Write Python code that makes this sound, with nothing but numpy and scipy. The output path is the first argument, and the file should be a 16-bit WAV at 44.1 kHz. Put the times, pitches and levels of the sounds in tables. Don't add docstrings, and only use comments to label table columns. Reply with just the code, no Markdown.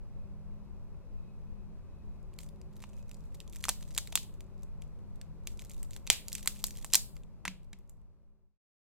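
import sys
import numpy as np
from scipy import signal
from scipy.fft import rfft, irfft, next_fast_len
from scipy.io import wavfile
from scipy.ndimage import uniform_filter1d

SR = 44100
rng = np.random.default_rng(int(sys.argv[2]) if len(sys.argv) > 2 else 0)


def file_out(sig):
    cols = np.atleast_2d(sig).T
    lim = np.clip(cols, -1, 1)
    pcm = np.round(lim * 32767).astype(np.int16)
    wavfile.write(sys.argv[1], SR, pcm)


N = 393857
TIME = np.arange(N) / SR

# start in seconds, level in dB over 4 ms,
# lowest ringing pitch of the piece in Hz, brightness in dB per octave.
SNAPS = [(2.3888, -44, 1900, 2), (2.615, -58.5, 4800, -5), (2.8394, -46.5, 2500, -9.5),
         (3.1141, -51, 1410, 1), (3.4032, -45.5, 2600, -2), (3.5597, -47, 1323, 1.5),
         (3.6406, -31, 2030, -0.5), (3.6535, -35, 1330, -2), (3.6847, -31, 6650, -6.5),
         (3.6911, -23, 1262, 1.5), (3.6949, -26.5, 4340, -5), (3.8282, -51, 3250, -3.5),
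         (3.9492, -45.5, 4140, -.5), (3.965, -46.5, 3920, -6), (3.9783, -24, 3530, -2),
         (3.9849, -31, 1320, 0.5), (4.074, -44.5, 1325, -1), (4.1263, -43, 2962, -6),
         (4.1553, -18.5, 3400, -1.5), (4.1754, -33.5, 2693, -5.5), (4.407, -52, 1780, 0.5),
         (4.6325, -55.5, 8000, -3), (4.821, -53.5, 2940, -3.5), (5.2143, -49.5, 1710, -2),
         (5.4725, -36, 2230, -1), (5.5937, -46.5, 1914, -3.5), (5.649, -53.5, 1310, 2.5),
         (5.7077, -56.5, 2196, -3), (5.83, -42.5, 8800, -1), (5.9638, -45, 1320, -1), (6.068, -46, 1410, 1),
         (6.0745, -38, 2387, -4), (6.1013, -10.5, 2250, -2.5), (6.1298, -33, 2500, 3),
         (6.2834, -37, 4460, 0.5), (6.3295, -34, 4770, 0.5), (6.3521, -32.5, 2073, 0),
         (6.459, -39.5, 8500, -4), (6.4746, -21, 1366, 2), (6.641, -24.5, 4442, 0.5),
         (6.668, -36.5, 6360, 5), (6.8463, -36.5, 8690, -2.5), (6.9325, -36.5, 2474, -3),
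         (6.936, -17, 1269, 1.5), (6.9455, -18.5, 4600, -2.5), (6.9521, -27.5, 1800, 3.5),
         (6.9542, -13, 4680, -1), (7.1665, -54.5, 1460, -3.5), (7.8955, -54.5, 7000, 1)]
# frequency in Hz, level in dB.
SHEET_COLOUR = [(400, -5.5), (660, 4.5), (1050, 3), (1400, 0), (2100, 3), (3000, 2), (3900, 2), (5200, 0),
                (7400, 4.5), (10300, -2), (13500, -1), (16500, -12.5)]
# frequency in Hz, level in dB,
# time to fall by 60 dB in seconds.
SHEET_BENDING = [(139, -38, 0.023), (441.5, -32.5, 0.014), (785, -25.5, 0.012)]
# start in seconds, end in seconds,
# level in dB around which its tiny fractures scatter.
HAND_BENDS = [(2.395, 2.486, -55), (2.747, 3.5, -63.5), (3.519, 4.244, -56), (5.482, 5.97, -58),
              (6.272, 6.943, -54.5)]
# start in seconds, level in dB over 4 ms,
# ring of the piece in Hz, push on the tray in dB.
PIECE_LANDINGS = [(7.4527, -31, 1494, -61), (7.4595, -42, 1795, -65), (7.4789, -30.5, 2420, -51),
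                  (7.7309, -48.5, 2117, -65.5)]
# frequency in Hz, level in dB before the push is added,
# time to fall by 60 dB in seconds.
TRAY_MODES = [(187.5, 9, 0.28), (204, -9, 0.18), (263, -1, 0.13), (2590, -31, 0.25), (2780, -22, .22)]
# frequency in Hz, level in dB.
ROOM_TINT = [(700, 0), (2000, -5.5), (5000, 5), (15000, -1)]
# frequency in Hz, time to fall by 60 dB in seconds.
ROOM_DECAY = [(1000, 0.24), (3000, 0.31), (6000, 0.2), (16000, 0.37)]
# frequency in Hz, relative level in dB per Hz.
RUMBLE_COLOUR = [(12, -31), (20, 3), (113, -8), (204, -14), (277, -20.5), (558, -23), (718, -29),
                 (1000, -28.5), (1710, -42), (2600, -44), (3160, -50.5), (14300, -60), (16000, -70.5)]
# frequency in Hz, rms level in dB before the shared boost, width in Hz.
HUM_TONES = [(159.7, -63.5, 7.4), (203.9, -64.5, 2.4), (379, -78.5, 5), (564.5, -81.5, 3.5)]
# frequency in Hz, rms level in dB before swelling and sinking, width in Hz.
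WHINE_TONES = [(2540, -89, 44), (3880, -95, 130)]
# frequency in Hz, correlation from -1 to 1.
LEFT_RIGHT_LIKENESS = [(25, -0.89), (60, -0.52), (120, -0.35), (200, -0.0075), (400, 0.81), (1000, 0.69),
                       (2400, 0.56), (4400, -0.63), (8000, -0.21), (16000, -0.6)]

FIRM_CRACK_DB, RUN_S, RUN_DOUBLES_DB = -25, .00045, 25.5
BREAK_S = 6.1015
GRIP_S, HARD_BEND_DB, FRACTURES_PER_S, RATE_DOUBLES_DB = .03, -55, 105, 8
HOLD_FROM_S, HOLD_TO_S, HOLD_DB, HOLD_TICKS_PER_S = 2.03, 8.05, -68, 9.9
FAINTEST_DB, SIZE_SPREAD_DB = -9, 5.5
SWARM_PER_S, SWARM_DOUBLES_DB, SWARM_S = 170, 14, .02
RUMBLE_DB = -44
FADE_FROM_S, FADE_TO_S = 6.75, 8.58
WHINE_HOLD_S, WHINE_SINK_DB_PER_S = 4.3, 9
CUTOFF_HZ = 16400


def snaps():
    out = np.zeros((2, N))
    for s, level_db, mode_hz, tilt_db in SNAPS:
        colour = sheet_colour(mode_hz, tilt_db)
        run_s = RUN_S * 2 ** ((FIRM_CRACK_DB - level_db) / RUN_DOUBLES_DB)
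        add(out, burst_gain(level_db) * fracture(colour, run_s), s)
        add(out, burst_gain(level_db) * room(colour), s)
    return out


def fracture(colour, run_s, size=1024, run_db=0, rebound_s=0.001, rebound_db=-9,
             flutter_s=0.0046, flutter_db=-6, pan_db=-1, wander_db=1, lag_s=.000024):
    t = np.arange(size) / SR
    hz = np.fft.rfftfreq(size, 1 / SR)
    cells = unit_energy(rng.laplace(size=size) * np.exp(-t / run_s))
    cells = cells * np.sqrt(run_s / .0005)
    release = rfft(from_db(run_db) * cells) - 1
    delay_s = rebound_s * rng.uniform(0.74, 1.2)
    rebound = 1 + from_db(rebound_db) * np.exp(-2j * np.pi * hz * delay_s)
    bending = rng.standard_normal(size) + 0.42 * rng.standard_normal((2, size))
    flutter = from_db(flutter_db) * rfft(unit_energy(bending * np.exp(-t / flutter_s)))
    arrival = np.exp(-2j * np.pi * hz * np.array([[lag_s], [0]]))
    top = 1 / (1 + (hz / CUTOFF_HZ) ** 24)
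    sound = irfft((release * rebound + flutter) * causal(colour(hz)) * arrival * top)
    lean_db = rng.normal(pan_db, wander_db)
    return unit_energy(sound * from_db(lean_db * np.array([[.5], [-.5]])))


def sheet_colour(mode_hz, tilt_db, mode_db=3.0, below_db=15, mode_octaves=0.25):
    def colour(hz):
        ratio = np.maximum(hz, 400) / mode_hz
        ring = mode_db / (1 + (np.log2(ratio) / mode_octaves) ** 2)
        weak = below_db / (1 + (1.325 * ratio) ** 6)
        tilt = tilt_db * np.log2(np.maximum(hz, 1000) / mode_hz)
        return at_hz(SHEET_COLOUR, hz) + tilt + ring - weak
    return colour


def burst_gain(db):
    return from_db(db) * np.sqrt(.004 * SR)


def spring_back():
    out = np.zeros(N)
    t = TIME[:SR // 10]
    flex = sum(from_db(db - 60 * t / t60) * np.sin(2 * np.pi * hz * t) for hz, db, t60 in SHEET_BENDING)
    add(out, flex, BREAK_S)
    return out


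def crackle(mode_hz=2600, tilt_db=0.86, run_s=0.00085, clump_s=0.04):
    out = np.zeros((2, N))
    per_s, level_db = strain()
    swarm = np.zeros(N)
    for s, db, *_ in SNAPS:
        nearness = np.exp(-np.minimum(abs(TIME - s) / SWARM_S, 20))
        swarm += SWARM_PER_S * 2 ** ((db - FIRM_CRACK_DB) / SWARM_DOUBLES_DB) * nearness
    flurry = from_db(5 * slow_chance(clump_s))
    for i in np.flatnonzero(rng.random(N) < (per_s * flurry + swarm) / SR):
        strength = min(rng.exponential(), 3)
        pitch, bright = np.clip(rng.standard_normal(2), -2, 2)
        colour = sheet_colour(mode_hz * 2 ** (.7 * pitch), tilt_db + 1.3 * bright)
        tick_db = level_db[i] + FAINTEST_DB + SIZE_SPREAD_DB * strength
        add(out, burst_gain(tick_db) * fracture(colour, run_s), TIME[i])
    echo = signal.fftconvolve(out, room(np.zeros_like), axes=1)[:, :N]
    return fade() * (out + echo)


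def strain():
    per_s = np.zeros(N)
    level_db = np.full(N, float(HOLD_DB))
    for start_s, end_s, bend_db in HAND_BENDS:
        grip = np.clip(np.minimum(TIME - start_s, end_s - TIME) / GRIP_S + .5, 0, 1)
        per_s += grip * FRACTURES_PER_S * 2 ** ((bend_db - HARD_BEND_DB) / RATE_DOUBLES_DB)
        level_db += grip * (bend_db - HOLD_DB)
    held = (TIME > HOLD_FROM_S) & (TIME < HOLD_TO_S)
    return per_s + held * HOLD_TICKS_PER_S, level_db


def rubbing(rub_db=-15, mode_hz=4000, tilt_db=1, uneven_db=4, uneven_s=0.047):
    per_s, level_db = strain()
    rustle_db = level_db + rub_db + uneven_db * slow_chance(uneven_s)
    effort = np.sqrt(per_s / FRACTURES_PER_S) * from_db(rustle_db)
    return fade() * effort * diffuse(sheet_colour(mode_hz, tilt_db), size=N)


def tray(tilt_db=-5.5, piece_db=8, contact_s=0.0019):
    out = np.zeros((2, N))
    t = TIME[:SR // 2]
    boom = sum(from_db(db - 60 * t / t60) * np.sin(2 * np.pi * hz * t) for hz, db, t60 in TRAY_MODES)
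    for s, level_db, ring_hz, push_db in PIECE_LANDINGS:
        colour = sheet_colour(ring_hz, tilt_db, mode_db=piece_db)
        add(out, burst_gain(level_db) * fracture(colour, contact_s), s)
        add(out, burst_gain(level_db) * room(colour), s)
        add(out, from_db(push_db) * boom, s)
    return out


def room(colour, size=16384, tail_db=-14, build_s=.006, table_s=0.0036, table_db=-17, scatter_s=.0012):
    t = TIME[:size]
    hz = np.fft.rfftfreq(size, 1 / SR)
    centres = np.array(ROOM_DECAY)[:, 0]
    noise = diffuse(lambda f: colour(f) + at_hz(ROOM_TINT, f), size=size)
    spectrum = rfft(noise)
    tail = 0
    for share, (_, t60) in zip(np.eye(len(centres)), ROOM_DECAY):
        band = irfft(spectrum * at_hz(np.c_[centres, share], hz))
        tail = tail + band * from_db(-60 * t / t60)
    tail = unit_energy(tail * (1 - np.exp(-(t / build_s) ** 2)))
    echo_shape = (t > table_s) * np.exp(-abs(t - table_s) / scatter_s)
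    echo = unit_energy(noise[:, ::-1] * echo_shape)
    return from_db(tail_db) * tail + from_db(table_db) * echo


def background(hum_db=3.5):
    def air(hz):
        alike = np.clip(at_hz(LEFT_RIGHT_LIKENESS, hz), -.95, 1)
        return at_hz(RUMBLE_COLOUR, hz) - 10 * np.log10(1 + alike)

    def lines(hz):
        return 10 * np.log10(sum(from_db(db) ** 2 / width / (1 + (2 * (hz - f) / width) ** 2) ** 2
                                 for f, db, width in HUM_TONES))

    hum_rms = np.sqrt(sum(from_db(db) ** 2 for _, db, _ in HUM_TONES))
    rumble = from_db(RUMBLE_DB) * diffuse(air, size=N)
    hum = from_db(hum_db) * hum_rms * diffuse(lines, size=N)
    return (rumble + hum) * fade() * from_db([[.8], [-.8]])


def whine(swell_db=4.0, swell_s=.2):
    tones = np.zeros((2, N))
    for centre_hz, db, width_hz in WHINE_TONES:
        def peak(hz):
            return -20 * np.log10(1 + (2 * (hz - centre_hz) / width_hz) ** 2)
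        tones += from_db(db) * diffuse(peak, size=N)
    sink_db = WHINE_SINK_DB_PER_S * np.maximum(TIME - WHINE_HOLD_S, 0)
    return tones * from_db(swell_db * slow_chance(swell_s) - sink_db)


def fade():
    return np.clip((FADE_TO_S - TIME) / (FADE_TO_S - FADE_FROM_S), 0, 1)


def diffuse(colour, size):
    padded = next_fast_len(size, True)
    hz = np.fft.rfftfreq(padded, 1 / SR)
    mid, side = rfft(rng.standard_normal((2, padded)))
    alike = np.clip(at_hz(LEFT_RIGHT_LIKENESS, hz), -1, 1)
    pair = np.sqrt(1 + alike) * mid + np.sqrt(1 - alike) * side * [[1], [-1]]
    return rms_one(irfft(pair * from_db(colour(hz)), padded)[:, :size])


def slow_chance(span_s):
    return rms_one(uniform_filter1d(rng.standard_normal(N), int(span_s * SR)))


def causal(gain_db):
    cepstrum = irfft(np.log(from_db(gain_db)))
    half = len(cepstrum) // 2
    cepstrum[1:half] *= 2
    cepstrum[half + 1:] = 0
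    return np.exp(rfft(cepstrum))


def from_db(db):
    return np.exp(np.asarray(db) * np.log(10) / 20)


def rms_one(x):
    return x / np.sqrt(np.mean(x ** 2) + 1e-30)


def unit_energy(x):
    return rms_one(x) / np.sqrt(x.shape[-1])


def at_hz(points, hz):
    f, value = np.transpose(points)
    return np.interp(np.log(np.maximum(hz, 1)), np.log(f), value)


def add(out, sound, s):
    i = int(round(s * SR))
    out[..., i:i + sound.shape[-1]] += sound[..., :N - i]


def scene():
    cracker = snaps() + spring_back() + crackle() + rubbing()
    return cracker + tray() + background() + whine()


def record(dry, top=.92):
    rounded = top * np.tanh(dry / top)
    treble_cut = signal.cheby2(20, 80, CUTOFF_HZ + 700, fs=SR, output="sos")
    return signal.sosfilt(treble_cut, rounded)


dry = scene()
out = record(dry)
file_out(out)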